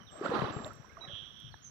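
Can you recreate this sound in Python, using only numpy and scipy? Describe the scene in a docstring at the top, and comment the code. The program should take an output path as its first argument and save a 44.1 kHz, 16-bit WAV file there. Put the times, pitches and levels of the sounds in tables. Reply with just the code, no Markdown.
"""A leg sweeps through a shallow creek close by: one big slosh of bubbles, then a weak second swirl with drips.
The slosh is a random cloud of ringing bubbles plus spray noise; glugs, drips and thumps are single dying rings.
Soft low thumps reach mostly the left microphone, and the treble mostly the right. Birds whistle and trill as
gliding sines with echoes of decaying noise, over the filtered-noise hush of the creek."""
import sys
import numpy as np
from scipy import signal
from scipy.fft import rfft, irfft
from scipy.io import wavfile

SR = 44100
rng = np.random.default_rng(int(sys.argv[2]) if len(sys.argv) > 2 else 0)


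def dump(signal):
    """Clip the signal to [-1, 1] and save it as 16-bit WAV at the path in sys.argv[1]."""
    limited = np.clip(np.atleast_2d(signal).T, -1, 1)
    pcm = np.round(limited * 32767).astype(np.int16)
    wavfile.write(sys.argv[1], SR, pcm)


N = 74970
T, HZ = np.arange(N) / SR, np.fft.rfftfreq(N, 1 / SR)


def amp(db):
    """Decibels to gain."""
    return 10 ** (np.asarray(db) / 20)


def unit(x):
    """Scales to an rms of one."""
    return x / np.sqrt(np.mean(x ** 2) + 1e-20)


def read(points):
    """Gains from a spectrum table on a log-frequency axis, one row for each dB column."""
    f, *columns = np.transpose(points)
    return amp([np.interp(np.log(HZ + 1), np.log(f + 1), db) for db in columns])


def sides(left_minus_right_db):
    """Left and right gains with a mean of one."""
    ratio = amp(np.atleast_1d(left_minus_right_db))
    return np.array([2 * ratio, 2 + 0 * ratio]) / (1 + ratio)


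def colour(x, gain):
    """Filters by a gain for each frequency."""
    return irfft(rfft(x) * gain, N)


def below(hz, order=4):
    """Low-pass gain."""
    return 1 / (1 + (HZ / hz) ** order)


def drift(hz):
    """Slow random wander of rms one: low-passed noise."""
    return unit(colour(rng.standard_normal(N), below(hz)))


def add(mix, start_s, sound):
    """Mixes a sound in at a time."""
    part = mix[:, max(round(start_s * SR), 0):][:, :sound.shape[-1]]
    part += sound[..., :part.shape[1]]


def bubble(hz, decay_s, rise, attack_s):
    """A dying ring of peak one whose pitch glides as the bubble nears the surface (complex)."""
    t = np.arange(0, 7 * decay_s + attack_s, 1 / SR)
    env = (1 - np.exp(-(t / attack_s) ** 2)) * np.exp(-t / decay_s)
    glide_hz = hz * (1 + rise * np.minimum(t / decay_s, np.pi))
    return env / env.max() * np.exp(2j * np.pi * np.cumsum(glide_hz) / SR)


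def woods(x):
    """Quick echoes from the bank and a long scatter from the trees, both as decaying noise."""
    bank_t60_s, bank_db = 0.27, -9
    trees_t60_s, trees_db, trees_build_s = 0.86, -9.5, 0.031
    side_db = -13
    near, far = rng.standard_normal((2, 2, N))
    tail = amp(bank_db) * unit(near * amp(-60 * T / bank_t60_s))
    build = 1 - np.exp(-T / trees_build_s)
    tail += amp(trees_db) * unit(far * amp(-60 * T / trees_t60_s) * build)
    mono = x.mean(0)[None]
    return sides(side_db) * signal.fftconvolve(mono, tail / np.sqrt(N), axes=1)[:, :N]


def slosh():
    """A cloud of bubbles of all sizes plus fine spray; the push of the leg sets level and depth."""
    # Push of the leg. Each row: time in seconds, level in dB before water_db.
    surge = [(0.0, -57), (0.086, -72), (0.112, -60), (0.22, -48), (0.26, -34.5), (0.27, -41),
             (0.336, -36.5), (0.35, -33.5), (0.632, -47.5), (0.662, -45), (0.744, -59), (0.926, -62.5),
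             (0.958, -66), (0.974, -59), (0.992, -63), (1.046, -55), (1.3, -69.5)]
    # Spectrum of the churned water. Each row: frequency in Hz, left and right in relative dB.
    water_spectrum = [(45, -29, -33), (131, -7.5, -8.5), (310, 1, -9.5), (540, -3.5, -5.5),
                      (896, -11.5, -11), (1164, -13.5, -4), (1690, -24, -9), (2170, -29.5, -19),
                      (2960, -29.5, -20.5), (3750, -43.5, -23), (4900, -57, -29), (5080, -38, -32.5),
                      (6300, -43.5, -40), (9500, -59, -55), (10700, -56, -46.5), (15000, -61, -54)]
    water_db, spray_db, release_db_per_s = 2.5, -4.5, 66
    bubbles_per_s, size_spread_db = 3600, 1.5
    port_spread_hz = 760  # the two ports differ more with pitch, by a radian rms here
    decay_cycles, max_rise = 3.57, 0.14  # cycles at port_spread_hz, before the random spread
    deep_hz, deep_growth_db_per_db, full_db = 560, 0.11, -16

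    pitches_hz = np.geomspace(150, 12000, 56)
    cloud = np.zeros((2, N))
    for hz in pitches_hz:
        rate = bubbles_per_s * np.sqrt(hz) / np.sqrt(pitches_hz).sum()
        size_db = size_spread_db * np.minimum(rng.exponential(1, N), np.pi)
        hits = (rng.random(N) < rate / SR) * amp(size_db)
        spread = np.sqrt(hz / port_spread_hz)
        decay_s = decay_cycles / hz * spread * rng.uniform(0.29, 1.66)
        one = bubble(hz, decay_s, max_rise * rng.uniform(-0.44, 1), 0.5 / hz)
        ring = signal.oaconvolve(hits, one)[:N]
        turn = np.exp(1j * rng.standard_normal() * spread)
        cloud += np.sqrt(hz) * unit(np.array([(ring * turn).imag, ring.imag]))

    spray = amp(spray_db) * rng.standard_normal((2, N))
    water = unit(colour(unit(cloud) + spray, read(water_spectrum)))
    deep = colour(water, below(deep_hz))
    push_db = np.interp(T, *np.transpose(surge))
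    push_db -= release_db_per_s * np.maximum(T - surge[-1][0], 0)
    # a weaker push loses more of its deep part
    deep_gain = amp(deep_growth_db_per_db * (push_db - full_db))
    return amp(water_db + push_db) * (water - deep + deep * deep_gain)


def hush():
    """Lumpy rumble and far running water as filtered noise, under a steady narrow hiss."""
    # Far water. Each row: frequency in Hz, left and right in relative dB.
    creek_spectrum = [(20, -42, -34), (43.7, -2, -27), (111, 3, -14), (268, -7.5, -22), (445, -19, -25.5),
                      (810, -21.5, -24.5), (1120, -39, -16), (1490, -33.5, -13), (2480, -38, -24.5),
                      (2960, -45, -22), (4000, -41, -23.5), (4500, -45, -32.5)]
    # Narrow hiss. Each row: frequency in Hz, level in relative dB.
    hiss_spectrum = [(3000, -17), (5050, -20.5), (5500, -1.5), (5900, 5), (6100, -7.5), (6300, -27.5),
                     (7000, -25), (15500, -23.5)]
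    creek_db, creek_top_hz = -58, 5400
    lump_db, lump_top_hz, lump_rate_hz = -3, 298, 6.4
    hiss_db, hiss_side_db = -68.5, -12.5

    creek_gain = read(creek_spectrum) * below(creek_top_hz, order=12)
    creek = unit(colour(rng.standard_normal((2, N)), creek_gain))
    low = colour(creek, below(lump_top_hz))
    creek = creek - low + low * amp(lump_db * drift(lump_rate_hz))
    hiss = unit(colour(rng.standard_normal((2, N)), read(hiss_spectrum)))
    hiss = colour(hiss, sides(hiss_side_db * below(hz=6500, order=12)))  # centred again higher up
    return amp(creek_db) * creek + amp(hiss_db) * hiss


def whistles():
    """Pure bird notes that bend through three pitches, each with its own share of woods echo."""
    # Each row: start in seconds, length in seconds, start, middle and end pitch in Hz, level in dB,
    # left minus right in dB, echo send in dB.
    notes = [(.002, 0.029, 3230, 3060, 2950, -64, -25, 9),
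             (0.065, 0.041, 3930, 3470, 2700, -57.5, -37, 5.5),
             (0.1, 0.099, 7540, 7587, 7550, -67, -22, 18), (0.455, 0.025, 4010, 3723, 2960, -53, -14.5, -2),
             (.518, 0.08, 7280, 7450, 7470, -59, -10, 7.5), (0.608, 0.087, 7450, 7375, 7330, -59, -8, 2.5),
             (1.007, 0.052, 3905, 3855, 3863, -46.5, -25, 4), (1.515, 0.037, 4600, 4100, 3600, -62, -23, 4),
             (1.613, 0.036, 6930, 6440, 6150, -74, 3, 27), (1.638, 0.048, 6410, 6144, 6090, -50, -7, 4.5)]
    edge = 0.25  # share of a note spent swelling, and again fading
    waver = 0.0011  # rms pitch fraction
    out, echoed = np.zeros((2, 2, N))
    for start_s, length_s, start_hz, middle_hz, end_hz, db, side_db, echo_db in notes:
        u = np.arange(0, length_s, 1 / SR) / length_s
        bend = np.polyfit([0, 0.5, 1], [start_hz, middle_hz, end_hz], 2)
        hz = np.polyval(bend, u) * (1 + waver * drift(hz=90)[:len(u)])
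        env = np.sin(np.pi / 2 * np.minimum(np.minimum(u, 1 - u) / edge, 1))
        note = amp(db) * sides(side_db) * env * np.sin(2 * np.pi * np.cumsum(hz) / SR)
        add(out, start_s, note)
        add(echoed, start_s, amp(echo_db) * note)
    return out + woods(echoed)


def thumps():
    """Dull low knocks: rings that die within a cycle or two."""
    # Each row: start in seconds, pitch in Hz, level in dB.
    knocks = [(0.011, 193.6, -50), (0.386, 140, -33), (0.418, 156, -28), (0.439, 117, -31.5),
              (0.499, 114, -40.5), (0.561, 136.5, -32.5), (.640, 123, -41.5), (.762, 143, -49.5),
              (0.796, 130, -43.5), (1.076, 142, -44), (1.131, 102.3, -40.5), (1.222, 128, -51),
              (1.440, 116, -44), (1.497, 120, -51), (1.547, 98, -50.5)]
    decay_s, side_db = 0.0054, 18.5
    out = np.zeros((2, N))
    for start_s, hz, db in knocks:
        add(out, start_s, amp(db) * sides(side_db) * bubble(hz, decay_s, 0, decay_s).imag)
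    return out


def showers(count=60):
    """Drops fall back at random, strongest mid-shower, each ringing as one small gliding bubble."""
    # Each row: middle in seconds, half length in seconds, lowest and highest pitch in Hz,
    # mean level at the middle in dB, mean left minus right in dB.
    bursts = [(.14, 0.025, 550, 760, -61, 33), (.385, .14, 2480, 4010, -47, -17),
              (.35, .12, 750, 1550, -39, -9.5), (1.056, .2, 1270, 2870, -59, -26)]
    decay_cycles, mid_rise = 7, 0.047
    spread_db, edge_db = 5.5, -8.5
    out = np.zeros((2, N))
    for middle_s, half_s, low_hz, high_hz, db, side_db in bursts:
        for when, size, side, pitch, rise in rng.uniform(-1, 1, (count, 5)):
            hz = low_hz * (high_hz / low_hz) ** ((pitch + 1) / 2)
            ring = bubble(hz, decay_cycles / hz, mid_rise * (0.5 + rise), 1 / hz).imag
            gain = amp(db + spread_db * size + edge_db * when ** 2)
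            add(out, middle_s + half_s * when, gain * sides(side_db + 2 * side) * ring)
    return out


def drips():
    """Glugs inside the slosh, then drips, as single rings; splats as short rings, ticks as noise bursts."""
    # Glugs and drips. Each row: start in seconds, pitch in Hz, level in dB, decay in seconds,
    # pitch rise as a fraction per decay, left minus right in dB.
    glugs = [(0.211, 333, -28.5, 0.0066, 0.17, 1.5), (.249, 490, -30.5, 0.011, 0.16, -7),
             (.257, 1278, -28.5, 0.007, 0.086, -18), (.292, 195, -27.5, 0.0031, -0.028, 0),
             (.315, 473, -24.5, 0.01, 0.025, -2.5), (0.3356, 312, -27, 0.0045, 0.036, -4),
             (0.356, 1278, -29, 0.0032, -0.019, -9), (0.359, 310, -30, 0.0057, 0.017, -17),
             (.417, 620, -27.5, 0.0017, 0.003, 28), (.563, 406, -41, 0.018, 0.04, -6),
             (0.6, 227, -34.5, 0.0053, -0.0038, 4), (.659, 600, -39.5, 0.012, 0.026, -1),
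             (0.7046, 1283, -43.5, 0.0069, 0.044, -10), (.843, 1018, -50, 0.0043, 0.0061, -20),
             (.894, 2073, -57.5, 0.015, 0.051, -21), (.916, 1568, -58, 0.028, .03, -22),
             (.969, 1147, -43.5, 0.0048, 0.02, -19), (.976, 657, -50, 0.02, 0.023, -2),
             (1.009, 937, -50.5, .005, 0.015, -17), (1.036, 1214, -51.5, 0.0089, 0.034, -8),
             (1.043, 679, -50.5, 0.01, 0.085, -9), (1.083, 1630, -52, .008, 0.074, -20),
             (1.094, 570, -50, 0.017, .01, -1)]
    # Sharp splats of drops. Each row: start in seconds, pitch in Hz, level in dB, decay in seconds.
    splats = [(0.646, 3680, -35.5, 0.00082), (1.5407, 1690, -45, 0.0023), (1.5413, 870, -41.5, 0.0013)]
    # Tiny dry ticks. Each row: start in seconds, level in dB before the band filter.
    tick_rows = [(0.664, -44), (0.68, -53), (.734, -49.5), (0.755, -54), (1.402, -53)]
    glug_attack_s, splat_side_db = 0.0024, -16
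    tick_decay_s, tick_hz, tick_half_width_hz = 0.00082, 10400, 7200

    out = np.zeros((2, N))
    for start_s, hz, db, decay_s, rise, side_db in glugs:
        add(out, start_s, amp(db) * sides(side_db) * bubble(hz, decay_s, rise, glug_attack_s).imag)
    for start_s, hz, db, decay_s in splats:
        add(out, start_s, amp(db) * sides(splat_side_db) * bubble(hz, decay_s, 0, decay_s / 2).imag)
    ticks = np.zeros((2, N))
    for start_s, db in tick_rows:
        add(ticks, start_s, amp(db) * np.exp(-T / tick_decay_s) * rng.standard_normal((2, N)))
    return out + colour(ticks, 1 / (1 + ((HZ - tick_hz) / tick_half_width_hz) ** 2))


def trill():
    """A fast buzzy run of tiny falling bird notes, each a little different, with a near reflection."""
    # Each row: time in seconds, level in dB.
    contour = [(1.073, -49.5), (1.1, -44), (1.16, -38.5), (1.21, -43), (1.25, -46.5), (1.33, -54.5),
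               (1.39, -49), (1.492, -49), (1.503, -86)]
    notes_per_s, centre_hz, sweep_hz, jitter_hz = 104.5, 3276, 651, 44.5
    flick_hz, note_shape = 750, 1.68
    flutter_db, side_db = 0.38, -24
    reflection_s, reflection_db = 0.0048, -10

    note, cycle = np.divmod(np.maximum(T - contour[0][0], 0) * notes_per_s, 1)
    detune, phase = rng.standard_normal((N, 2))[note.astype(int)].T
    hz = centre_hz + sweep_hz * (0.5 - cycle) + jitter_hz * detune
    hz = hz + flick_hz * (1 - 2 * cycle) ** 3  # steeper at both ends of a note
    level_db = np.interp(T, *np.transpose(contour), left=-np.inf, right=-np.inf)
    level = amp(level_db + flutter_db * drift(hz=60))
    env = np.sin(np.pi * cycle) ** note_shape
    song = level * env * np.sin(2 * np.pi * (np.cumsum(hz) / SR + phase))
    direct = sides(side_db) * song
    out = direct.copy()
    add(out, reflection_s, amp(reflection_db) * direct)
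    return out


def scene():
    """Water close by, birds in the trees."""
    buzz = trill()
    water = slosh() + hush() + thumps() + showers() + drips()
    return water + whistles() + buzz + woods(buzz)


def record(dry):
    """A low cut and the band limit."""
    low_cut_hz, edge_hz = 43.4, 15650
    cut = signal.sosfilt(signal.butter(2, low_cut_hz, "high", fs=SR, output="sos"), dry)
    band = signal.firwin(511, edge_hz, window=("kaiser", 9), fs=SR)
    return signal.oaconvolve(cut, band[None], "same")


dry = scene()
out = record(dry)
dump(out)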